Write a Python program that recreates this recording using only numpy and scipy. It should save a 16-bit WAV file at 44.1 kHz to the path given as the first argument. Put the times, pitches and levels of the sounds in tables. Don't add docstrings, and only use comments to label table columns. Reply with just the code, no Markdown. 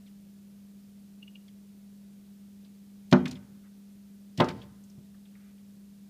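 import sys
import numpy as np
from scipy import signal
from scipy.fft import rfft, irfft
from scipy.io import wavfile
from scipy.ndimage import uniform_filter1d

SR = 44100
rng = np.random.default_rng(int(sys.argv[2]) if len(sys.argv) > 2 else 0)


def unload_wav(signal):
    wavfile.write(
        sys.argv[1],
        SR,
        np.round(np.clip(np.atleast_2d(signal).T, -1, 1) * 32767).astype(np.int16),
    )


N = 268833

# (frequency [Hz], rms level [dB])
HUM_TONES = [(100, -76), (120.2, -78), (200.1, -51), (240.4, -87), (398.5, -79.5), (449.3, -85),
             (549.2, -86.5), (649.4, -87)]
# (frequency [Hz], relative density [dB])
AIR_SPECTRUM = [(25, -13), (42, -6), (60, 2), (80, 1), (120, -1), (180, 10), (260, 1.5), (420, -6.5),
                (650, -12), (1000, -17.5), (2000, -18.5), (4000, -17.5), (7000, -19), (15000, -20)]
# (time [s], length [s], level [dB], start pitch [Hz])
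SQUEAKS = [(0.061, .022, -65, 1300), (1.48, 0.0088, -61, 1194)]
# (multiple of pitch, level [dB])
SQUEAK_OVERTONES = [(2, -6.5), (3, -1.5), (4, -13)]
# (peak time [s], pitch [Hz], level [dB], swell [s])
PIPS = [(1.2308, 2820, -41.5, 0.0027), (1.2805, 2845, -46, 0.0024), (1.3575, 2810, -43.5, 0.0014)]
# (time [s], level [dB], centre [Hz])
SCRATCHES = [(2.646, -63.5, 4000), (3.113, -40.5, 3760), (3.2553, -36, 2430), (3.2774, -46, 4530),
             (3.31, -44.5, 4660), (3.353, -51, 3300), (4.3743, -43, 3880), (4.442, -46.5, 4550),
             (4.4854, -39, 3100), (4.507, -54, 4350), (4.616, -52.5, 3220), (4.837, -64, 6970),
             (4.898, -62.5, 5720), (5.143, -64.5, 1560), (5.253, -64, 3100), (5.352, -63, 1940),
             (5.578, -67.5, 2900)]
# (time [s], level [dB], low-pass [Hz])
BUMPS = [(3.1195, -4, 171), (3.25, -16, 253), (3.311, -22, 250), (4.382, -8, 227), (4.483, -24.5, 400),
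         (4.976, -18, 98.6)]
# (frequency [Hz], t60 [s], level struck at spot 0 [dB], level struck at spot 1 [dB])
PANE_MODES = [(92, 0.45, -47, -42), (130.4, .2, -41.5, -35.5), (159.2, 0.15, -15, -18.5),
              (190.7, .32, -16, -28), (246.6, 0.37, -13, -22), (270.8, 0.52, -25.5, -30.5),
              (356.9, 0.3, -19, -22.5), (421.7, 0.067, -28, -23.5), (462, 0.54, -40, -36),
              (527.4, 0.14, -29, -26.5), (587.5, 0.19, -22, -22.5), (642, 0.14, -23.5, -31),
              (663, 0.073, -28, -20), (722, 0.1, -25.5, -31), (751, 0.25, -32.5, -30.5),
              (841, .15, -28.5, -42), (889, 0.23, -35, -26.5), (927, 0.21, -31, -41.5),
              (936, 0.13, -33, -29), (1028, 0.16, -33, -24), (1089, .19, -39, -34),
              (1187, 0.14, -30.5, -40.5), (1236, 0.2, -32.5, -31), (1340, 0.18, -33, -33.5),
              (1432, 0.13, -28.5, -43), (1515, .1, -28.5, -39), (1595, 0.088, -33.5, -36.5),
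              (1657, .15, -33.5, -41), (1802, .13, -38, -42.5), (2060, 0.14, -50, -38)]
# (time [s], spot, ring [dB], shimmer [dB], crack [dB], crack low-pass [Hz],
# rebound delay [s], rebound re crack [dB])
KNOCKS = [(3.126, 0, -1, -26.5, -12.5, 7360, .0036, 2), (4.4005, 1, -1, -26.5, -19, 4860, .0028, 7.5)]
# (frequency [Hz], relative density [dB], t60 [s])
SHIMMER_BANDS = [(120, -16, 0.95), (600, -4.5, 0.2), (1370, -8.5, 0.19), (2120, -12, 0.11),
                 (4000, -19.5, .05), (6470, -27.5, 0.049), (8600, -39.5, .04), (15430, -40, .04)]
# (frequency [Hz], relative density [dB])
CRACK_SPECTRUM = [(150, -7.5), (450, -3), (900, 1), (1500, -14.5), (2400, 11), (3400, 10), (5000, 4.5),
                  (7000, -10.5), (15000, -14.5)]
# (time [s], length [s], level [dB], centre [Hz])
RUSTLES = [(3.634, 0.044, -71.5, 1467), (4.381, 0.044, -45, 2600), (4.464, 0.05, -47, 1340),
           (4.531, .11, -67.5, 3570), (5.332, 0.17, -72.5, 1720)]
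# (frequency [Hz], level [dB], t60 [s])
ROOM_BANDS = [(70, -6, 0.78), (200, -18.5, 0.75), (512, -22.5, 0.66), (950, -20, 0.64), (1600, -23, 0.89),
              (3500, -12, 0.23), (7130, -11.5, 0.27), (14000, -15, 0.28)]


def from_db(db):
    return 10 ** (np.asarray(db) / 20)


def unit_rms(x):
    return x / np.sqrt(np.mean(x ** 2) + 1e-20)


def at_hz(table, hz, column=1):
    table = np.array(table)
    return np.interp(np.log(np.maximum(hz, 1)), np.log(table[:, 0]), table[:, column])


def add(out, time_s, sound):
    start = int(round(time_s * SR))
    out[start:start + len(sound)] += sound[:N - start]


def butter(x, order, hz, kind="low"):
    return signal.sosfilt(signal.butter(order, hz, kind, fs=SR, output="sos"), x)


def noise(spectrum_db, size):
    gain = from_db(spectrum_db(np.fft.rfftfreq(size, 1 / SR)))
    return unit_rms(irfft(rfft(rng.standard_normal(size)) * gain, size))


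def drift(rate_hz):
    return noise(lambda hz: -20 * np.log10(1 + (hz / rate_hz) ** 2), N)


def decaying_noise(bands):
    t, hz = np.arange(SR) / SR, np.fft.rfftfreq(SR, 1 / SR)
    white, out = rfft(rng.standard_normal(SR)), 0
    edges_hz = np.geomspace(45, 16000, 27)
    for low_hz, high_hz in zip(edges_hz, edges_hz[1:]):
        centre_hz = np.sqrt(low_hz * high_hz)
        band = irfft(white * (hz >= low_hz) * (hz < high_hz), SR)
        t60_s = at_hz(bands, centre_hz, column=2)
        out += band * from_db(at_hz(bands, centre_hz)) * 1000 ** (-t / t60_s)
    return out


def appliance_hum(waver_db=-0.14, waver_hz=4, wander_rad=0.032, wander_hz=0.86):
    out, t = np.zeros(N), np.arange(N) / SR
    for hz, db in HUM_TONES:
        out += from_db(db) * np.sqrt(2) * np.sin(2 * np.pi * hz * t + wander_rad * drift(wander_hz))
    return out * from_db(waver_db * drift(waver_hz))


def room_air(rms_db=-61.5):
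    return from_db(rms_db) * noise(lambda hz: at_hz(AIR_SPECTRUM, hz), N)


def stroke(length_s, centre_hz, half_width_oct, attack_s=0.00022, release_s=0.0021, grain_db=-0.5):
    t = np.arange(SR // 3) / SR
    width = 2 ** half_width_oct - 2 ** -half_width_oct
    rub = noise(lambda hz: -10 * np.log10(1 + ((hz / centre_hz - centre_hz / (hz + 1)) / width) ** 4),
                len(t))
    grain = unit_rms(uniform_filter1d(rng.standard_normal(len(t)), size=40))
    slips = unit_rms(from_db(grain_db * grain))
    ease_s = 0.089 * length_s
    attack = 1 - np.exp(-t / (attack_s + ease_s))
    release = np.exp(-np.maximum(t - length_s, 0) / (release_s + ease_s))
    return rub * slips * attack * release


def squeaks(fall_oct_per_s=19, attack_s=0.00067, release_s=0.0053, rasp_db=-5):
    out, t = np.zeros(N), np.arange(SR // 3) / SR
    for time_s, length_s, db, pitch_hz in SQUEAKS:
        phase = 2 * np.pi * np.cumsum(pitch_hz * 2 ** (-fall_oct_per_s * t)) / SR
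        tone = sum(from_db(tone_db) * np.sin(multiple * phase) for multiple, tone_db in SQUEAK_OVERTONES)
        envelope = (1 - np.exp(-t / attack_s)) * np.exp(-np.maximum(t - length_s, 0) / release_s)
        rasp = from_db(rasp_db) * stroke(length_s, centre_hz=3200, half_width_oct=0.74)
        add(out, time_s, from_db(db) * (tone * envelope + rasp))
    return out


def pips(fade_s=0.0013, upper_hz=4300, upper_db=-21, rasp_db=-11, rasp_s=0.0034, rasp_oct=0.33,
         echo_db=-8, echo_s=0.0086):
    out, t = np.zeros(N), np.arange(-SR // 20, SR // 20) / SR
    for peak_s, pitch_hz, db, swell_s in PIPS:
        tone = np.sin(2 * np.pi * pitch_hz * t) + from_db(upper_db) * np.sin(2 * np.pi * upper_hz * t)
        envelope = np.exp(np.minimum(t / swell_s, -t / fade_s))
        rasp = noise(lambda hz: -10 * (np.log2((hz + 1) / pitch_hz) / rasp_oct) ** 2, len(t))
        rasp *= from_db(rasp_db) * np.exp(-np.abs(t) / rasp_s)
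        note = from_db(db) * (tone * envelope + rasp)
        walls = rng.standard_normal(len(t)) * (t > 2 * fade_s) * np.exp(-np.abs(t) / echo_s)
        echo = unit_rms(signal.fftconvolve(note, walls, "same")) * np.std(note)
        add(out, peak_s + t[0], note + from_db(echo_db) * echo)
    return out


def scratches(catch_s=0.006, bite_db=-46.5, light_oct=0.25, hard_oct=0.61, drag_s=0.016, drag_db=-9):
    out = np.zeros(N)
    for time_s, db, centre_hz in SCRATCHES:
        bite = 0.5 + 0.5 * np.tanh((db - bite_db) / 2)
        catch = stroke(catch_s, centre_hz, half_width_oct=light_oct + bite * (hard_oct - light_oct))
        drag = stroke(drag_s, 0.7 * centre_hz, half_width_oct=0.66)
        add(out, time_s, from_db(db) * catch)
        add(out, time_s + catch_s, from_db(db + drag_db) * drag)
    return out


def pane_ring(spot, attack_s=0.0011, early_boost_db=5, friction_s=0.032, radiation_hz=90):
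    t, modes = np.arange(SR) / SR, 0
    for hz, t60_s, *spot_db in PANE_MODES:
        modes -= from_db(spot_db[spot]) * np.sin(2 * np.pi * hz * t) * 1000 ** (-t / t60_s)
    attack = 1 - np.exp(-t / attack_s)
    early_swing = from_db(early_boost_db * np.exp(-(t / friction_s) ** 2))
    return butter(modes * attack * early_swing, 2, radiation_hz, "high")


def body_bumps():
    out = np.zeros(N)
    for time_s, db, lowpass_hz in BUMPS:
        add(out, time_s, from_db(db) * butter(pane_ring(spot=1), 2, lowpass_hz))
    return out


def beak_knocks(attack_s=0.00071, crack_s=0.0013, sizzle_db=-23):
    out, t = np.zeros(N), np.arange(SR) / SR
    attack = 1 - np.exp(-t / attack_s)
    for time_s, spot, ring_db, shimmer_db, crack_db, lowpass_hz, rebound_s, rebound_db in KNOCKS:
        shimmer = decaying_noise(SHIMMER_BANDS)
        shimmer /= np.std(shimmer[:SR // 50])
        add(out, time_s, from_db(ring_db) * pane_ring(spot) + from_db(shimmer_db) * shimmer * attack)
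        for delay_s, db in ((0, crack_db), (rebound_s, crack_db + rebound_db)):
            crack = noise(lambda hz: at_hz(CRACK_SPECTRUM, hz), SR)
            crack *= from_db(db) * attack * np.exp(-t / crack_s)
            add(out, time_s + delay_s, butter(crack, 10, lowpass_hz) + from_db(sizzle_db) * crack)
    return out


def feather_rustles():
    out = np.zeros(N)
    for time_s, length_s, db, centre_hz in RUSTLES:
        add(out, time_s, from_db(db) * stroke(length_s, centre_hz, half_width_oct=0.52))
    return out


def room_reverb(x, tail_gain_db=-31, build_s=0.012):
    t = np.arange(SR) / SR
    tail = decaying_noise(ROOM_BANDS) * (1 - np.exp(-(t / build_s) ** 2))
    return from_db(tail_gain_db) * signal.fftconvolve(x, tail)[:N]


def scene(low_cut_hz=72):
    window = beak_knocks() + body_bumps() + scratches() + feather_rustles() + pips() + squeaks()
    window = butter(window, 4, low_cut_hz, "high")
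    return (window + room_reverb(window) + appliance_hum() + room_air())[None]


def record(dry, cutoff_hz=15400):
    return signal.sosfilt(signal.ellip(12, 0.1, 80, cutoff_hz, fs=SR, output="sos"), dry)


dry = scene()
out = record(dry)
unload_wav(out)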